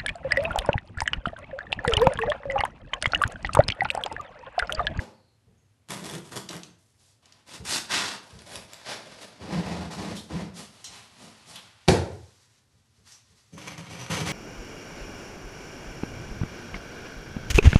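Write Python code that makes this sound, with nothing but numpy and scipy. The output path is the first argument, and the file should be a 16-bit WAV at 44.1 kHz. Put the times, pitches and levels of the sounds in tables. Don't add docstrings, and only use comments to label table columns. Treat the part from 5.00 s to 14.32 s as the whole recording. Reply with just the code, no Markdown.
import sys
import numpy as np
from scipy import signal
from scipy.fft import rfft, irfft, next_fast_len
from scipy.io import wavfile

SR = 44100
rng = np.random.default_rng(int(sys.argv[2]) if len(sys.argv) > 2 else 0)


def dump(signal):
    limited = np.clip(np.atleast_2d(signal).T, -1, 1)
    pcm = np.round(limited * 32767).astype(np.int16)
    wavfile.write(sys.argv[1], SR, pcm)


N = 411012
TIME = np.arange(N) / SR

# start and hold in seconds; scrape, body, treble in dB.
TUCKS = [(0.892, 0.034, -39, -42, -3.5), (0.935, 0.081, -46, -41, -5), (1.036, 0.091, -42, -40.5, -4),
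         (1.129, 0.032, -47.5, -40.5, -5), (1.237, 0.041, -53, -56, -2.5), (1.311, 0.0068, -43, -42, -4),
         (1.353, 0.0063, -38, -36, -2.5), (1.494, 0.055, -44, -41, -7), (1.63, 0.009, -60, -70, -1),
         (1.778, 0.19, -69.5, -98, 1)]
# as for a tuck, then squeal in dB and its pitch in Hz.
WEDGES = [(8.523, 0.015, -56.5, -46, -2.5, -60, 6200), (8.571, 0.12, -46, -47, -7.5, -58, 6140),
          (8.661, 0.058, -44.5, -46.5, -9, -59, 6070), (8.77, 0.024, -45.5, -47.5, -8.5, -61, 6150),
          (8.833, 0.038, -49.5, -60, -11, -62, 6100), (8.891, 0.23, -44, -44.5, -8, -54.5, 6050),
          (8.985, 0.036, -43.5, -43, -6, -47, 5900), (9.097, 0.1, -31, -33.5, -7.5, -42, 6160),
          (9.254, .07, -30, -32.5, -7.5, -47, 6100)]
# start, rise and hold in seconds; scrape, body and treble in dB.
OPENING_SHOVE = [(0.0, 0.00054, 0.011, -49, -40, -9)]
SHEET_PULLS = [(4.395, 0.039, 0.086, -45.5, -38, -12.5), (4.5, 0.048, 0.044, -37, -31, -14),
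               (4.61, 0.063, 0.17, -40, -34, -12.5), (4.903, 0.019, 0.017, -41, -48, -7),
               (4.95, 0.06, 0.11, -41, -34.5, -9.5), (5.29, 0.037, 0.086, -42.5, -34.5, -11.5)]
KNEE_SCUFFS = [(3.22, 0.019, 0.26, -55.5, -64, -10.5), (3.455, 0.1, 0.0058, -43, -48, -8),
               (3.68, 0.02, 0.16, -53, -63.5, -15), (3.845, 0.064, 0.013, -35.5, -44.5, -16),
               (4.0, 0.089, 0.16, -50.5, -52.5, -15), (4.19, 0.022, 0.016, -48.5, -62, -8),
               (4.29, 0.041, 0.093, -57.5, -61, -21)]
CRAWL_SHUFFLES = [(1.98, 0.03, 0.095, -64.5, -74, 0), (2.22, 0.011, 0.17, -65, -68.5, -7),
                  (5.155, 0.0076, 0.014, -46, -72, -0.5), (5.54, 0.057, 0.0086, -43.5, -47, -2),
                  (5.68, 0.11, 0.27, -57, -64.5, -4), (5.87, 0.087, 0.023, -49.5, -59.5, -5),
                  (6.04, 0.13, 0.51, -57.5, -66, -6), (6.165, 0.073, 0.034, -53.5, -51, -2.5),
                  (6.46, 0.046, 0.028, -49.5, -55, -1), (6.53, 0.015, 0.04, -52, -67.5, -11),
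                  (6.65, 0.027, 0.25, -61.5, -79, -9)]
# as for a pull, then the swish's pitch at full speed in Hz.
GLOVE_SWEEPS = [(2.467, 0.087, 0.0064, -45, -48.5, -4.5, 3530), (2.653, 0.092, 0.025, -28, -41, -3, 4370),
                (2.895, 0.055, 0.2, -25, -38, -10, 2250)]
# start, rise and hold in seconds, level in dB.
HEAVES = [(4.513, 0.02, 0.1, -26), (4.955, 0.022, 0.089, -35), (5.324, 0.023, 0.077, -29.5)]
JACKET_RUSTLES = [(6.794, 0.19, 0.16, -59), (7.152, 0.075, 0.23, -63.5), (7.487, 0.032, 0.074, -68),
                  (7.678, 0.055, 0.24, -74), (7.938, 0.036, 0.066, -72), (8.055, 0.026, 0.058, -53.5),
                  (8.249, 0.052, 0.059, -67.5), (8.365, 0.011, 0.13, -66.5)]
# as for a rustle, then pitch in Hz at the end of the rise.
JACKET_ZIPS = [(0.08, 0.06, 0.16, -73.5, 4380), (0.57, 0.012, 0.0071, -76, 6530)]

# time in seconds, relative level in dB.
BACKING_SNAPS = [(0.8875, -29.5), (0.9053, -18.5), (0.9075, -26), (0.9135, -32), (0.9422, -31),
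                 (0.947, -27), (0.967, -37), (1.0205, -42), (1.041, -26), (1.0639, -27), (1.0978, -23),
                 (1.112, -26), (1.137, -27), (1.1437, -27.5), (1.151, -24), (1.1535, -27), (1.2495, -41),
                 (1.2934, -38), (1.3278, -29), (1.3597, -24), (1.3655, -19), (1.3742, -18), (1.381, -32),
                 (1.51, -24), (1.518, -31), (1.531, -25.5), (1.554, -29), (1.566, -24.5), (1.581, -40),
                 (2.48, -52), (2.651, -29), (3.42, -32.5), (3.532, -35), (3.557, -19.5), (3.564, -24),
                 (3.734, -26), (3.743, -29), (4.422, -47)]
BLADE_TICKS = [(1.4888, -25), (1.4907, -22.5), (1.6335, -27), (2.257, -39), (2.323, -37), (3.39, -36.5)]
BLADE_RASPS = [(0.9055, -25), (8.534, -46), (8.579, -29), (8.615, -29), (8.674, -23), (8.68, -20.5),
               (8.779, -23.5), (8.792, -35), (8.858, -39), (9.011, -25), (9.063, -26), (9.107, -30)]
FIST_BUMPS = [(8.533, -39.5), (8.672, -48), (8.783, -39), (8.835, -42.5), (8.885, -40), (8.917, -38.5),
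              (9.101, -27), (9.214, -24), (9.266, -27.5)]
HAND_LANDING = [(6.8785, -13.5), (6.8842, 1), (6.8895, -24.5)]
KNEE_THUDS = [(0.47, -57), (2.6, -40.5), (3.328, -47), (3.358, -50.5), (3.56, -48), (5.33, -39),
              (5.885, -56.5), (7.728, -66.5), (7.98, -61.5), (8.3, -62.5)]
# time in seconds, relative level in dB, most excited pitch in Hz,
# fall of the other modes in dB per octave.
TOOL_CLINKS = [(5.153, -43, 3460, 16), (5.166, -34.5, 3800, 35), (5.8423, -37, 5400, 2.5),
               (5.86, -48, 6400, 11), (6.557, -35, 3160, 18), (8.121, -44, 5880, 28),
               (8.143, -60, 5880, 25)]

# pitch in Hz, relative level in dB, seconds to fall 60 dB before extra damping.
BOARD_MODES = [(80, -4.5, .75), (96, 0, 0.53), (120, 0, 0.19), (142, -3, 0.37), (173, -2.5, 0.3),
               (197, -6.5, 0.24), (224, -2.5, 0.23), (367, 0.5, 0.19), (425, -6.5, 0.49), (445, -0.5, 0.42),
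               (535, -12.5, .5), (700, -7.5, 0.28), (796, -8, 0.3)]
UNDERLAY_MODES = [(111.6, -8, .12), (162, 4, 0.1), (308, -11.5, 0.16), (428, -12, 0.26)]
FLOOR_GIVE_MODES = [(103, -6.5, .07), (178, 1, 0.059), (387, -11.5, 0.02), (790, 4, 0.033)]
STEEL_MODES = [(3170, 0, .012), (3660, -0.5, .011), (4130, -1, .01), (4525, -8.5, 0.0083),
               (5300, -3, 0.015), (5880, 1, .008), (6630, -0.5, .009), (7450, -1.5, .006), (8200, -1, .006)]

# centre in Hz, width in Hz, gain of the added band in dB.
GAP_PEAKS = [(79.4, 6, 3), (157.5, 34, 6), (396, 45, -26), (484, 27, -4.5), (953, 90, -11), (2040, 72, -14),
             (3010, 120, -12), (3410, 380, 2)]
BLADE_PEAKS = [(169, 52, 7.5), (284, 23, 4), (433, 30, 0), (553, 12, 4.5), (740, 45, -1), (940, 18, 10),
               (1360, 59, -16), (2260, 170, 1), (2790, 30, 6), (3150, 190, 0), (4260, 120, -10)]
SHOVE_PEAKS = [(400, 54, 4.5), (560, 80, -9), (940, 66, -2), (1510, 200, -5)]
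PULL_PEAKS = [(84, 5.2, -2), (165, 35, 2.5), (400, 57, -9), (468, 8.7, -10), (875, 67, -15.5)]
SWEEP_PEAKS = [(906, 91, -3.5), (1540, 69, -10), (2710, 78, -1), (3550, 180, -7.5)]
RASP_PEAKS = [(1090, 88, 2.6), (2350, 150, 12), (3360, 81, 6.6), (6260, 250, 13)]
SCUFF_PEAKS = [(1620, 180, -4.0), (590, 96, -0.5), (2150, 160, -10), (3460, 300, -12)]

# frequency in Hz, relative level in dB.
TUCK_COLOUR = [(29, -57), (50, -26), (81, -7), (185, 3.5), (255, -1), (335, 6.5), (543, -5.5), (963, -11.5),
               (1520, -11.5), (2770, -18.5), (3400, -23.5), (4910, -25.5), (10500, -28), (12000, -34),
               (15600, -51), (22000, -120)]
WEDGE_COLOUR = [(29, -47), (50, -14), (81, 2), (161, -2), (232, -9), (299, -1.5), (351, -8), (543, -8),
                (595, -16), (941, -23.5), (1240, -19.5), (2830, -24.5), (3480, -29), (6170, -35),
                (12000, -43), (15600, -67), (22000, -120)]
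SHOVE_COLOUR = [(35, -60), (60, -29), (91, -11), (242, -10), (386, -12), (441, -19), (527, -10), (687, -12),
                (768, -6.5), (1120, -9), (8420, -11), (12000, -16), (15600, -73), (22000, -120)]
PULL_COLOUR = [(29, -44), (52, -11), (78, -1.5), (140, -12), (176, -2), (267, -9.5), (306, -1.5),
               (368, -14), (484, -12), (595, -17), (1130, -25.5), (1330, -26.5), (4910, -35),
               (10500, -43.5), (12000, -50), (15600, -80), (22000, -120)]
SWEEP_COLOUR = [(29, -41), (50, -18.5), (212, -3.5), (343, -4), (495, -11), (920, -11.5), (1010, -10),
                (1560, -5.5), (2410, -10), (3640, -7), (8700, -7), (12000, -15.5), (15600, -50.5),
                (22000, -120)]
SCUFF_COLOUR = [(29, -46.5), (50, -5), (154, 2), (376, 1.5), (582, -2.5), (784, -5.5), (2100, -10),
                (2410, -9), (3170, -9), (3990, -9), (10900, 2), (12000, -8), (15600, -65), (22000, -120)]
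SHUFFLE_COLOUR = [(29, -47), (50, -21.5), (69, -9), (161, 1), (442, -7), (1300, -6.5), (1830, -8),
                  (3100, -7), (5500, -15), (10900, -20.5), (12000, -29), (15600, -62), (22000, -120)]
JACKET_COLOUR = [(300, -21), (700, -16), (1100, -10), (2500, -12), (4200, -8), (5800, -8), (9200, -15),
                 (12000, -21)]
BOOM_COLOUR = [(24, -59.5), (40, -33.5), (86, 7), (198, -17), (304, -14.5), (456, -9), (608, -17.5),
               (869, -18.5), (1210, -34), (1470, -27), (1900, -29), (2730, -36), (4730, -32.5),
               (10700, -41.5), (12000, -53.5), (15600, -88.5), (22000, -120)]
AIR_COLOUR = [(20, -42.5), (45, -15.5), (70, -13), (105, -6), (173, -25), (240, -21), (320, -27.5),
              (640, -32), (1500, -35.5), (3000, -38), (12000, -45)]
WALL_COLOUR = [(100, 0.99), (10000, -1.2)]
# frequency in Hz, seconds to fall 60 dB.
ROOM_T60 = [(80, 0.58), (250, 0.52), (1000, 0.53), (3000, 0.42), (6000, 0.38), (11000, 0.36)]

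# sag while held, then release, both in dB per second.
PUSH_FADE, SWEEP_FADE, PULL_FADE = (33, 314), (77, 332), (13, 165)
HEAVE_FADE, SCUFF_FADE, CLOTH_FADE = (83, 165), (2, 170.5), (2, 160)
PUSH_RISE_S = 0.016


def tucking(walls):
    tucks = rub(pushes(TUCKS), PUSH_FADE, TUCK_COLOUR, GAP_PEAKS,
                slips_per_s=1000, grain_db=3.5, judder_db=1.2)
    wedges = rub(pushes(row[:-2] for row in WEDGES), PUSH_FADE, WEDGE_COLOUR, BLADE_PEAKS,
                 slips_per_s=900, grain_db=-0.5, judder_db=0.9)
    squeals = sum(from_db(db) * sing(swell(start, PUSH_RISE_S, hold, *PUSH_FADE), hz, width_hz=230)
                  for start, hold, *_, db, hz in WEDGES)
    snaps = backing_snaps()
    ticks = cut(bursts(BLADE_TICKS, decay_s=0.0031), [2600, 6400], "band")
    rasps = cut(bursts(BLADE_RASPS, decay_s=0.0046), 600, "high", order=1)
    rasps = from_db(-4.5) * resonate(cut(rasps, 1780, "low", order=1), RASP_PEAKS)
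    bumps = ring(cut(clicks(FIST_BUMPS), [80, 650], "band"), UNDERLAY_MODES)
    pressing = tucks + wedges + squeals + rasps + bumps
    return room(pressing, walls, wet_db=-6.5) + room(snaps + ticks, walls, wet_db=-4)


def backing_snaps(crackles_per_s=50, spread_db=8):
    chance, weakness = rng.random((2, N))
    crackles = []
    for start, hold, scrape, *_ in TUCKS:
        pushing = (TIME > start) & (TIME < start + PUSH_RISE_S + hold)
        for i in np.flatnonzero(pushing & (chance < crackles_per_s / SR)):
            crackles.append((TIME[i], scrape - spread_db * weakness[i]))
    snaps = cut(bursts(BACKING_SNAPS + crackles, decay_s=0.001), 500, "high", order=1)
    return from_db(-1) * resonate(cut(snaps, 7600, "low", order=1), GAP_PEAKS)


def knock(walls):
    force = clicks(HAND_LANDING)
    give = from_db(-18) * ring(force, FLOOR_GIVE_MODES)
    boards = from_db(-20.5) * ring(force, BOARD_MODES)
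    crack = cut(bursts(HAND_LANDING, decay_s=0.0035), 250, "high", order=1)
    crack = from_db(-7.5) * resonate(cut(crack, 5400, "low"), [(3950, 1600, -1.4)])
    diffuse = signal.fftconvolve(force, tail(BOOM_COLOUR, build_s=0.00055))[:N]
    boom = from_db(20.5) * cut(diffuse, 120, "high")
    return give + boards + room(crack, walls, wet_db=-7) + boom


def carpet_rubbing(walls):
    shove = rub(OPENING_SHOVE, PULL_FADE, SHOVE_COLOUR, SHOVE_PEAKS,
                slips_per_s=1400, grain_db=-5, judder_db=1.4)
    scuffs = rub(KNEE_SCUFFS, SCUFF_FADE, SCUFF_COLOUR, SCUFF_PEAKS,
                 slips_per_s=1200, grain_db=-2.5, judder_db=1.5)
    pulls = rub(SHEET_PULLS, PULL_FADE, PULL_COLOUR, PULL_PEAKS,
                slips_per_s=1900, grain_db=-2.5, judder_db=-1)
    shuffles = rub(CRAWL_SHUFFLES, SCUFF_FADE, SHUFFLE_COLOUR, peaks=[],
                   slips_per_s=1700, grain_db=-4, judder_db=0.5)
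    return room(shove + glove_sweeps() + scuffs + pulls + shuffles, walls, wet_db=-7)


def glove_sweeps(swish_db=-5, rasp_db=1.56):
    swish = 0
    for start, rise, hold, scrape, *_, hz in GLOVE_SWEEPS:
        speed = swell(start, rise, hold, *SWEEP_FADE)
        swish += from_db(scrape + swish_db) * sing(speed, hz * speed ** 0.64, width_hz=2200)
    fibres = rub([row[:-1] for row in GLOVE_SWEEPS], SWEEP_FADE, SWEEP_COLOUR, SWEEP_PEAKS,
                 slips_per_s=3000, grain_db=-3, judder_db=-0.5)
    return (fibres + resonate(swish, SWEEP_PEAKS)) * from_db(rasp_db * drift(450))


def heaves(walls, hz=174, wander_hz=11, flutter_db=1):
    level = sum(from_db(db) * swell(*timing, *HEAVE_FADE) for *timing, db in HEAVES)
    phase = 2 * np.pi * np.cumsum(hz + wander_hz * drift(80)) / SR
    boom = level * from_db(flutter_db * drift(65)) * rms_one(np.sin(phase))
    return room(boom, walls, wet_db=-13.5)


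def knee_thuds(walls):
    force = cut(clicks(KNEE_THUDS), 320, "low", order=1)
    return room(ring(force, BOARD_MODES, damping=2.8), walls, wet_db=6)


def tool_clinks(walls):
    steel = 0
    for hz, mode_db, t60 in STEEL_MODES:
        contacts = [(s, db - fall * abs(np.log2(hz / centre))) for s, db, centre, fall in TOOL_CLINKS]
        steel += ring(bursts(contacts, decay_s=0.027), [(hz, mode_db, t60)])
    chatter = cut(bursts([row[:2] for row in TOOL_CLINKS], decay_s=0.0065), 2800, "high")
    return room(from_db(-19) * steel + from_db(-2.5) * chatter, walls, wet_db=-5)


def jacket(walls, zip_fall_hz_per_s=970, flutter_db=1):
    level = sum(from_db(db) * swell(*timing, *CLOTH_FADE) for *timing, db in JACKET_RUSTLES)
    cloth = level * coloured(rng.standard_normal(N), JACKET_COLOUR)
    for start, rise, hold, db, hz in JACKET_ZIPS:
        pitch = hz - zip_fall_hz_per_s * (TIME - start - rise)
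        cloth += from_db(db) * sing(swell(start, rise, hold, *CLOTH_FADE), pitch, width_hz=480)
    return room(cloth * from_db(flutter_db * drift(70)), walls, wet_db=-6.5)


def still_air():
    return from_db(-65.5) * coloured(rng.standard_normal(N), AIR_COLOUR)


def room(x, walls, wet_db):
    reflected = from_db(wet_db) * signal.fftconvolve(x, walls)[:N]
    return (x + reflected) / np.hypot(1, from_db(wet_db))


def tail(spectrum, build_s):
    t, out = TIME[:SR], 0
    noise = rfft(coloured(rng.standard_normal(SR), spectrum))
    centres, t60s = np.transpose(ROOM_T60)
    for share, t60 in zip(np.eye(len(centres)), t60s):
        band = at_hz(np.c_[centres, share], np.arange(len(noise)))
        out += irfft(noise * band, SR) * np.exp(-np.log(1000) * t / t60)
    out *= 1 - np.exp(-t / build_s)
    return out / np.linalg.norm(out)


def rub(strokes, fade, colour, peaks, slips_per_s, grain_db, judder_db):
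    sizes = from_db(2.2 * np.minimum(rng.exponential(1, N), 4)) * rng.choice([-1, 1], N)
    slips = rms_one(sizes * (rng.random(N) < slips_per_s / SR))
    friction = (rng.standard_normal(N) + from_db(grain_db) * slips) * from_db(judder_db * drift(130))
    friction = resonate(coloured(friction, colour), peaks)
    low = rms_one(cut(friction, 700, "low", order=4))
    middle = rms_one(cut(friction, [700, 5000], "band", order=4))
    high = rms_one(cut(friction, 5000, "high", order=4))
    power = np.array([swell(*row[:3], *fade) ** 2 for row in strokes])
    scrape, body, treble = from_db([row[3:] for row in strokes]).T ** 2
    bright = np.clip(treble, 0, .9)
    return (np.sqrt(body @ power) * low
            + np.sqrt(scrape * (1 - bright) @ power) * middle
            + np.sqrt(scrape * bright @ power) * high)


def swell(start, rise, hold, sag, release, touch_db=-16.5, touch_s=0.0061):
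    t = TIME - start
    touch = from_db(touch_db) * np.exp(np.clip(t / touch_s, -20, 0))
    attack = np.minimum(touch + np.maximum(t, 0) / rise, 1)
    return attack * from_db(-sag * np.clip(t - rise, 0, hold) - release * np.clip(t - rise - hold, 0, 1))


def pushes(rows):
    return [(start, PUSH_RISE_S, *rest) for start, *rest in rows]


def sing(level, hz, width_hz):
    on = level > level.max() / 1000
    turn = np.exp(2j * np.pi * np.cumsum((hz + np.zeros(N))[on]) / SR)
    r = np.exp(-np.pi * width_hz / SR)
    narrow = signal.lfilter([1], [1, -2 * r, r * r], rng.standard_normal(N)[on] / turn)
    out = np.zeros(N)
    out[on] = rms_one(np.real(turn * narrow))
    return level * out


def bursts(rows, decay_s):
    envelope = signal.lfilter([1], [1, -np.exp(-1 / (decay_s * SR))], clicks(rows) + 1e-18)
    return envelope * rng.standard_normal(N)


def clicks(rows):
    out = np.zeros(N)
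    for s, db in rows:
        out[round(s * SR)] += from_db(db)
    return out


def ring(force, modes, damping=1):
    out = 0
    for hz, db, t60 in modes:
        r, w = np.exp(-np.log(1000) * damping / (t60 * SR)), 2 * np.pi * hz / SR
        out += from_db(db) * signal.lfilter([0, np.sin(w)], [1, -2 * r * np.cos(w), r * r], force + 1e-18)
    return out


def resonate(x, peaks):
    out = x
    for hz, width, db in peaks:
        r = np.exp(-np.pi * width / SR)
        poles = [1, -2 * r * np.cos(2 * np.pi * hz / SR), r * r]
        out = out + from_db(db) * signal.lfilter([(1 - r * r) / 2, 0, (r * r - 1) / 2], poles, x)
    return out


def coloured(x, spectrum):
    size = next_fast_len(len(x))
    hz = np.arange(size // 2 + 1) * SR / size
    return rms_one(irfft(rfft(x, size) * from_db(at_hz(spectrum, hz)), size)[:len(x)])


def drift(rate):
    return rms_one(np.interp(TIME * rate, np.arange(N // 20), rng.standard_normal(N // 20)))


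def cut(x, hz, kind, order=2):
    return signal.sosfilt(signal.butter(order, hz, kind, fs=SR, output="sos"), x + 1e-18)


def at_hz(points, hz):
    f, value = np.transpose(points)
    return np.interp(np.log(hz + 1e-9), np.log(f), value)


def from_db(db):
    return 10 ** (np.asarray(db) / 20)


def rms_one(x):
    return x / np.sqrt(np.mean(x ** 2) + 1e-20)


def scene():
    walls = tail(WALL_COLOUR, build_s=0.00046)
    air = still_air()
    carpet = tucking(walls) + carpet_rubbing(walls) + heaves(walls)
    contacts = knock(walls) + knee_thuds(walls) + tool_clinks(walls)
    return (carpet + contacts + jacket(walls) + air)[None]


def record(dry, peak_limit=.9, top_hz=11900):
    thin = cut(dry, 75, "high", order=3)
    rounded = thin / (1 + (thin / peak_limit) ** 4) ** .25
    return signal.sosfilt(signal.ellip(10, .2, 70, top_hz, fs=SR, output="sos"), rounded)


dry = scene()
out = record(dry)
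dump(out)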